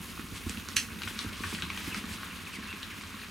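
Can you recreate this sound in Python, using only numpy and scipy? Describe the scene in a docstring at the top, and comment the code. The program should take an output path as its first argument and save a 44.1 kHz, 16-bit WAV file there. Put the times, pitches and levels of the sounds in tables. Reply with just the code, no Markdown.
"""Dry thorn bush on sandy ground: a herd of antelope bolts away.
Near hooves thud and the rest merge into a rumble. Sticks snap, one branch cracks close by,
trampled brush crackles and rustles, and thorny twigs swish along the flanks.
The thicket scatters every snap into a short tail. Faint falling whistles, probably birds,
come through as the herd recedes."""
import sys
import numpy as np
from scipy import signal
from scipy.fft import rfft, irfft, next_fast_len
from scipy.io import wavfile

SR = 44100
rng = np.random.default_rng(int(sys.argv[2]) if len(sys.argv) > 2 else 0)


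def output_pcm(signal):
    """Save a mono or channel-first signal as 16-bit PCM at the path in sys.argv[1].

    Samples are clipped to [-1, 1] before scaling.
    """
    pcm = np.clip(np.atleast_2d(signal).T, -1, 1) * 32767
    wavfile.write(sys.argv[1], SR, np.round(pcm).astype(np.int16))


N = 145530
T = np.arange(N) / SR

# The nearest hoof falls. Each row: start in seconds, relative level in dB, thud pitch in Hz.
HOOF_FALLS = [(0.193, -33.5, 337), (0.324, -28.5, 98), (0.463, -26, 85), (0.466, -27, 290),
              (0.497, -32.5, 260), (0.576, -31.5, 201), (0.964, -35, 192), (1.06, -35, 75),
              (1.246, -30, 224), (1.262, -26.5, 108), (1.405, -32, 215), (1.452, -32.5, 82),
              (1.527, -34.5, 374), (1.539, -29, 205), (1.632, -32.5, 95), (1.675, -35, 190),
              (1.877, -28.5, 185), (1.922, -35.5, 310), (1.968, -31, 220), (2.04, -29.5, 260),
              (2.11, -31.5, 85), (2.585, -35.5, 190), (2.736, -35.5, 220), (2.985, -39, 230),
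              (3.142, -36, 220)]
# Breaking sticks. Each row: start in seconds, relative level in dB, pitch in Hz.
STICK_SNAPS = [(0.176, -31.5, 1280), (0.195, -28.5, 1380), (0.4953, -22.5, 6700), (0.573, -27, 2830),
               (.599, -30, 2680), (0.687, -25, 5300), (1.0195, -23, 2180), (1.034, -24, 2520),
               (1.075, -24, 1470), (1.078, -23.5, 3260), (1.1907, -18.5, 3550), (1.263, -31, 1560),
               (1.437, -21, 1950), (1.441, -21.5, 1060), (1.5273, -28, 1090), (1.5487, -22.5, 2880),
               (1.5883, -30, 2070), (1.6225, -18, 3170), (1.6248, -30, 1490), (1.702, -20.5, 1500),
               (1.7752, -22.5, 2200), (1.9455, -20.5, 2400), (1.948, -26.5, 1400), (2.04, -29.5, 1310),
               (2.232, -25.5, 1410), (2.7277, -27, 2500), (2.8307, -24.5, 3570), (3.011, -30.5, 2390),
               (3.036, -31, 1290)]
# Where the sticks break. Each row: time in seconds, left over right in dB.
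SNAP_PAN = [(.7, -4), (1.05, 2.5), (3.0, -.5)]
# The ring of the close branch. Each row: frequency in Hz, relative level in dB.
BRANCH_MODES = [(2474, -2), (2850, -10), (3200, -3), (4060, -1), (4335, 5.5), (4650, 2), (5680, -5),
                (6345, 0)]
# Bodies brushing past bushes. Each row: peak time in seconds, length in seconds, level in dB.
FLANK_SWISHES = [(0.097, 0.031, -48), (0.369, 0.045, -43.5), (0.507, 0.06, -45.5), (0.725, 0.047, -49.5),
                 (1.095, 0.084, -47.5), (1.212, 0.053, -44), (1.5, 0.16, -42.5), (1.856, 0.21, -49),
                 (1.975, 0.028, -44), (2.139, 0.03, -41.5), (2.552, 0.036, -45), (3.023, 0.027, -50.5)]
# Bird notes. Each row: start and length in seconds, first and last pitch in Hz, level in dB.
BIRD_NOTES = [(1.907, .034, 3100, 2270, -41), (2.304, 0.026, 3050, 2160, -43.5),
              (2.461, 0.026, 2950, 2060, -43), (2.518, .07, 3093, 1696, -44.5),
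              (2.649, 0.04, 4400, 3100, -50), (2.673, 0.061, 2800, 2630, -46),
              (2.898, 0.042, 2750, 1440, -43.5), (3.216, 0.026, 2950, 2323, -46.5)]

# Fader rides for the beds. Each row: time in seconds, relative level in dB.
RUMBLE_RIDE = [(0.0, -43.5), (1.86, -43), (2.3, -44.5), (3.3, -48)]
BRUSH_RIDE = [(0, -49.2), (.9, -48.2), (1.35, -45), (1.5, -46), (1.97, -42.5), (2.2, -46), (2.9, -47),
              (3.3, -47.5)]
GRASS_RIDE = [(0, -53), (1.3, -53.5), (1.55, -54), (1.9, -50.5), (2.25, -55.5), (3.3, -57.5)]

# Tone curves. Each row: frequency in Hz, gain in dB.
GROUND_EQ = [(20, -40), (40, -6.5), (60, -4.5), (85, 1), (108, -2.5), (130, -15), (165, -2.5), (215, 0),
             (300, -8.5), (420, -13.5), (600, -28.5), (1200, -26), (4000, -90)]  # dull, sandy soil
STICK_EQ = [(200, -34), (750, -9.5), (1100, 2), (3800, -1), (5200, -4), (9000, -4.5), (15000, -21)]  # dry sticks
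BRANCH_EQ = [(300, -17), (800, -39), (1300, -3), (3000, 2), (5100, -0.5), (6400, 6), (7500, -6),
             (10000, -5.5), (15000, -17)]  # the close crack
SHARD_EQ = [(700, -27), (1400, 1), (9000, 5), (14000, -12), (16000, -16)]  # its bright splinters
BRUSH_EQ = [(200, -26.5), (500, -7.5), (760, -10.5), (1050, -0.5), (1450, 0), (1800, -1.5), (2500, 0),
            (3500, -4), (5000, -10), (6400, -14.5), (9000, -14.5), (15000, -57)]  # trampled twigs and litter
GRASS_EQ = [(2000, -7.5), (5000, -0.5), (6500, 6.5), (7800, -0.5), (9600, 6), (12000, 3.5), (14000, 3),
            (16000, -4.5)]  # airy dry grass
SWISH_EQ = [(500, -15), (1200, 1.5), (2800, 5), (5000, 2), (6500, -3), (8000, -0.5), (10000, -3.5),
            (15000, -21)]  # thorns on hide
SIDE_EQ = [(50, -13), (200, -11.5), (600, -9.5), (1200, -10.5), (2400, -8.5), (4500, -7), (8000, -22),
           (14000, -55)]  # stereo side signal against the mid

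HOOF_DB, SCUFF_DB, SCUFF_T60_S, HOOF_Q = 20.5, -2, 0.042, 1.7
STEPS_PER_S, RUMBLE_DB = 600, -1.5
SNAP_DB, SNAP_Q, SNAP_T60_S, SPLINTER_DB = 11, 3.4, 0.0055, -10.5
SNAP_EDGE_RATIO = 2.15  # low-pass corner over pitch: thick sticks sound duller
BRANCH_S, BRANCH_DB, CRACK_T60_S, RIGHT_LAG_S = 0.7662, 2.5, 0.012, 0.000012
TEAR_LEAD_S, TEAR_DB, TEAR_T60_S = 0.0042, -10, 0.076
RING_DB, RING_T60_S = -39.5, 0.17
SHARDS_PER_S, SHARDS_DB, SHARDS_T60_S = 3700, -8, 0.25
TWIGS_PER_S, CRACKLE_DB, CRACKLE_Q = 480, -2.5, 4.8
RUSTLE_DB, RUSTLE_FLUTTER_DB = -0.5, 1.02
GRASS_TICKS_PER_S, GRASS_DB, GRASS_FLUTTER_DB = 9000, 1, 1.77
WHISTLE_WAVER, WHISTLE_BEND = 0.025, 1.2
THICKET_T60_S, THICKET_CUTOFF_HZ, THICKET_WIDTH_DB = 0.21, 8200, 1.5
CUTOFF_HZ = 15900


def hooves():
    """Each near hoof gives one soft push and a scuff; the ground answers at the pitch of that spot."""
    out = np.zeros(N)
    for start, db, hz in HOOF_FALLS:
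        contact = from_db(SCUFF_DB) * burst(SCUFF_T60_S)
        contact[0] -= 1  # the push
        thud = resonate(colour(contact, GROUND_EQ), hz, HOOF_Q)
        add(out, start, from_db(db + HOOF_DB) * energy_one(thud))
    return out * pan(-2.5)


def herd_rumble():
    """The steps of the whole herd run together into a low bed."""
    mid, side = (impacts(STEPS_PER_S, spread_db=2, max_spreads=2.8) for _ in range(2))
    rumble = rms_one(colour(widen(mid, side), GROUND_EQ))
    return from_db(RUMBLE_DB) * level(RUMBLE_RIDE) * rumble * pan(-0.77)


def stick_snaps():
    """A stick fails within milliseconds and rings briefly at its own pitch."""
    out = np.zeros((2, N))
    for start, db, hz in STICK_SNAPS:
        pan_db = np.interp(start, *np.transpose(SNAP_PAN))
        fracture = lowpass(burst(SNAP_T60_S), SNAP_EDGE_RATIO * hz, order=2)
        snap = colour(resonate(fracture, hz, SNAP_Q) + from_db(SPLINTER_DB) * fracture, STICK_EQ)
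        add(out, start, from_db(db + SNAP_DB) * energy_one(snap) * pan(pan_db))
    return out + thicket(out, send_db=-1.5)


def branch_crack():
    """Fibres tear, the branch breaks, splinters follow and the dry wood rings."""
    crack, ring, shards = np.zeros((3, N))
    tear = energy_one(colour(burst(TEAR_T60_S), BRANCH_EQ))
    add(crack, BRANCH_S - TEAR_LEAD_S, from_db(TEAR_DB) * tear)
    add(crack, BRANCH_S, energy_one(colour(burst(CRACK_T60_S), BRANCH_EQ)))
    t = T[:SR // 2]
    for hz, db in BRANCH_MODES:
        add(ring, BRANCH_S, from_db(db + RING_DB - 60 * t / RING_T60_S) * np.sin(2 * np.pi * hz * t))
    spray = impacts(SHARDS_PER_S, spread_db=2.9) * from_db(-60 * T / SHARDS_T60_S)
    add(shards, BRANCH_S, from_db(SHARDS_DB) * energy_one(colour(spray, SHARD_EQ)))
    left, right = from_db(BRANCH_DB) * (crack + ring + shards + thicket(crack, send_db=1.5)) * pan(-2.5)
    delay = np.exp(-2j * np.pi * np.arange(N // 2 + 1) * SR / N * RIGHT_LAG_S)  # under one sample
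    return np.array([left, irfft(rfft(right) * delay, N)])


def trampled_brush():
    """Countless small twigs crackle over rustling litter and the hiss of dry grass."""
    twigs, pitches_hz = np.zeros((2, N)), np.geomspace(1000, 9000, num=18)
    for hz in pitches_hz:
        breaks = impacts(TWIGS_PER_S / len(pitches_hz), spread_db=4.5, max_spreads=2.8)
        twigs += resonate(breaks, hz, CRACKLE_Q) * pan(rng.normal(0, 1))
    crackle = from_db(CRACKLE_DB) * rms_one(colour(twigs + thicket(twigs, send_db=-0.5), BRUSH_EQ))
    stir = drift(hz=14)  # litter and grass flutter together
    rustle = rms_one(colour(widen(*rng.standard_normal((2, N))), BRUSH_EQ))
    rustle *= from_db(RUSTLE_DB + RUSTLE_FLUTTER_DB * stir)
    ticks = widen(impacts(GRASS_TICKS_PER_S, spread_db=3.8), rng.standard_normal(N) / 2)
    grass = rms_one(colour(ticks, GRASS_EQ)) * from_db(GRASS_DB + GRASS_FLUTTER_DB * stir)
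    return level(BRUSH_RIDE) * (crackle + rustle) + level(GRASS_RIDE) * grass


def flank_swishes():
    """Thorny twigs scrape along a flank in a short swell of fine clicks."""
    swell = sum(from_db(db) * np.exp(-2 * ((T - peak) / length) ** 2)
                for peak, length, db in FLANK_SWISHES)
    scrape = widen(impacts(per_s=7000, spread_db=3.5), impacts(per_s=7000, spread_db=3.1))
    return swell * rms_one(colour(scrape, SWISH_EQ))


def bird_whistles():
    """Distant notes that fall quickly and level off; a fast pitch waver makes them raspy."""
    out = np.zeros(N)
    waver = 1 + WHISTLE_WAVER * drift(hz=297)
    for start, length, first_hz, last_hz, db in BIRD_NOTES:
        progress = np.clip((T - start) / length, 0, 1)
        hz = (last_hz + (first_hz - last_hz) * (1 - progress) ** WHISTLE_BEND) * waver
        arch = 2 * np.sqrt(progress * (1 - progress))
        out += from_db(db) * arch * np.sin(2 * np.pi * np.cumsum(hz) / SR)
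    return out + thicket(out, send_db=-4)


def thicket(x, send_db):
    """Dense short reflections off stems and branches, wet signal only."""
    scatter = widen(burst(THICKET_T60_S), from_db(THICKET_WIDTH_DB) * burst(THICKET_T60_S))
    echoes = lowpass(scatter, THICKET_CUTOFF_HZ, order=1)
    return from_db(send_db) * signal.fftconvolve(np.atleast_2d(x), echoes, axes=-1)[:, :N]


def impacts(per_s, spread_db, max_spreads=3.7):
    """Random clicks, many small and a few large, spanning max_spreads times spread_db."""
    sizes = from_db(spread_db * np.minimum(rng.exponential(1, N), max_spreads)) * rng.choice([-1, 1], N)
    return sizes * (rng.random(N) < per_s / SR)


def burst(t60):
    """A dying run of tiny contacts: decaying noise of energy 1."""
    t = T[:SR // 2]
    return energy_one(rng.standard_normal(len(t)) * from_db(-60 * t / t60))


def drift(hz):
    """Random modulation of rms 1, rolled off above hz."""
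    pole = np.exp(-2 * np.pi * hz / SR)
    return rms_one(signal.lfilter([1], [1, -2 * pole, pole * pole], rng.standard_normal(N + SR))[SR:])


def colour(x, curve):
    """Minimum-phase EQ through (Hz, dB) points, so attacks get no pre-ring."""
    size = 2 * next_fast_len(x.shape[-1] // 2 + SR // 10)
    hz, db = np.transpose(curve)
    bin_hz = np.arange(size // 2 + 1) * SR / size
    cepstrum = irfft(np.log(from_db(np.interp(np.log(bin_hz + 1), np.log(hz), db))))
    cepstrum[1:size // 2] *= 2
    cepstrum[size // 2 + 1:] = 0
    return irfft(rfft(x, size) * np.exp(rfft(cepstrum)))[..., :x.shape[-1]]


def resonate(x, hz, q):
    """One resonance with unity gain at its peak."""
    return signal.lfilter(*signal.iirpeak(min(hz, .4 * SR), max(q, 1), fs=SR), x + 1e-18)


def lowpass(x, hz, order):
    """Roll off the highs."""
    return signal.sosfilt(signal.butter(order, min(hz, SR / 3), fs=SR, output="sos"), x)


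def widen(mid, side):
    """Mid and side to stereo, widest in the presence range."""
    return mid + colour(side, SIDE_EQ) * np.array([[1], [-1]])


def pan(db):
    """Channel gains, left over right by db."""
    return from_db(np.array([[db], [-db]]) / 2)


def level(ride):
    """Gain through time along a fader ride."""
    return from_db(np.interp(T, *np.transpose(ride)))


def add(out, start, sound):
    """Mix a sound in at a start time in seconds."""
    i = max(int(start * SR), 0)
    out[..., i:i + sound.shape[-1]] += sound[..., :max(N - i, 0)]


def from_db(db):
    """Decibels to gain."""
    return 10 ** (np.asarray(db) / 20)


def rms_one(x):
    """Scale to rms 1."""
    return x / np.sqrt(np.mean(x ** 2) + 1e-20)


def energy_one(x):
    """Scale to energy 1."""
    return x / np.sqrt(np.sum(x ** 2) + 1e-20)


def scene():
    """The mix: herd, bush and birds."""
    herd = hooves() + herd_rumble()
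    bush = stick_snaps() + branch_crack() + trampled_brush() + flank_swishes()
    return herd + bush + bird_whistles()


def record(dry):
    """A steep high cut on the whole mix."""
    return signal.sosfilt(signal.ellip(12, .1, 80, CUTOFF_HZ, fs=SR, output="sos"), dry)


dry = scene()
out = record(dry)
output_pcm(out)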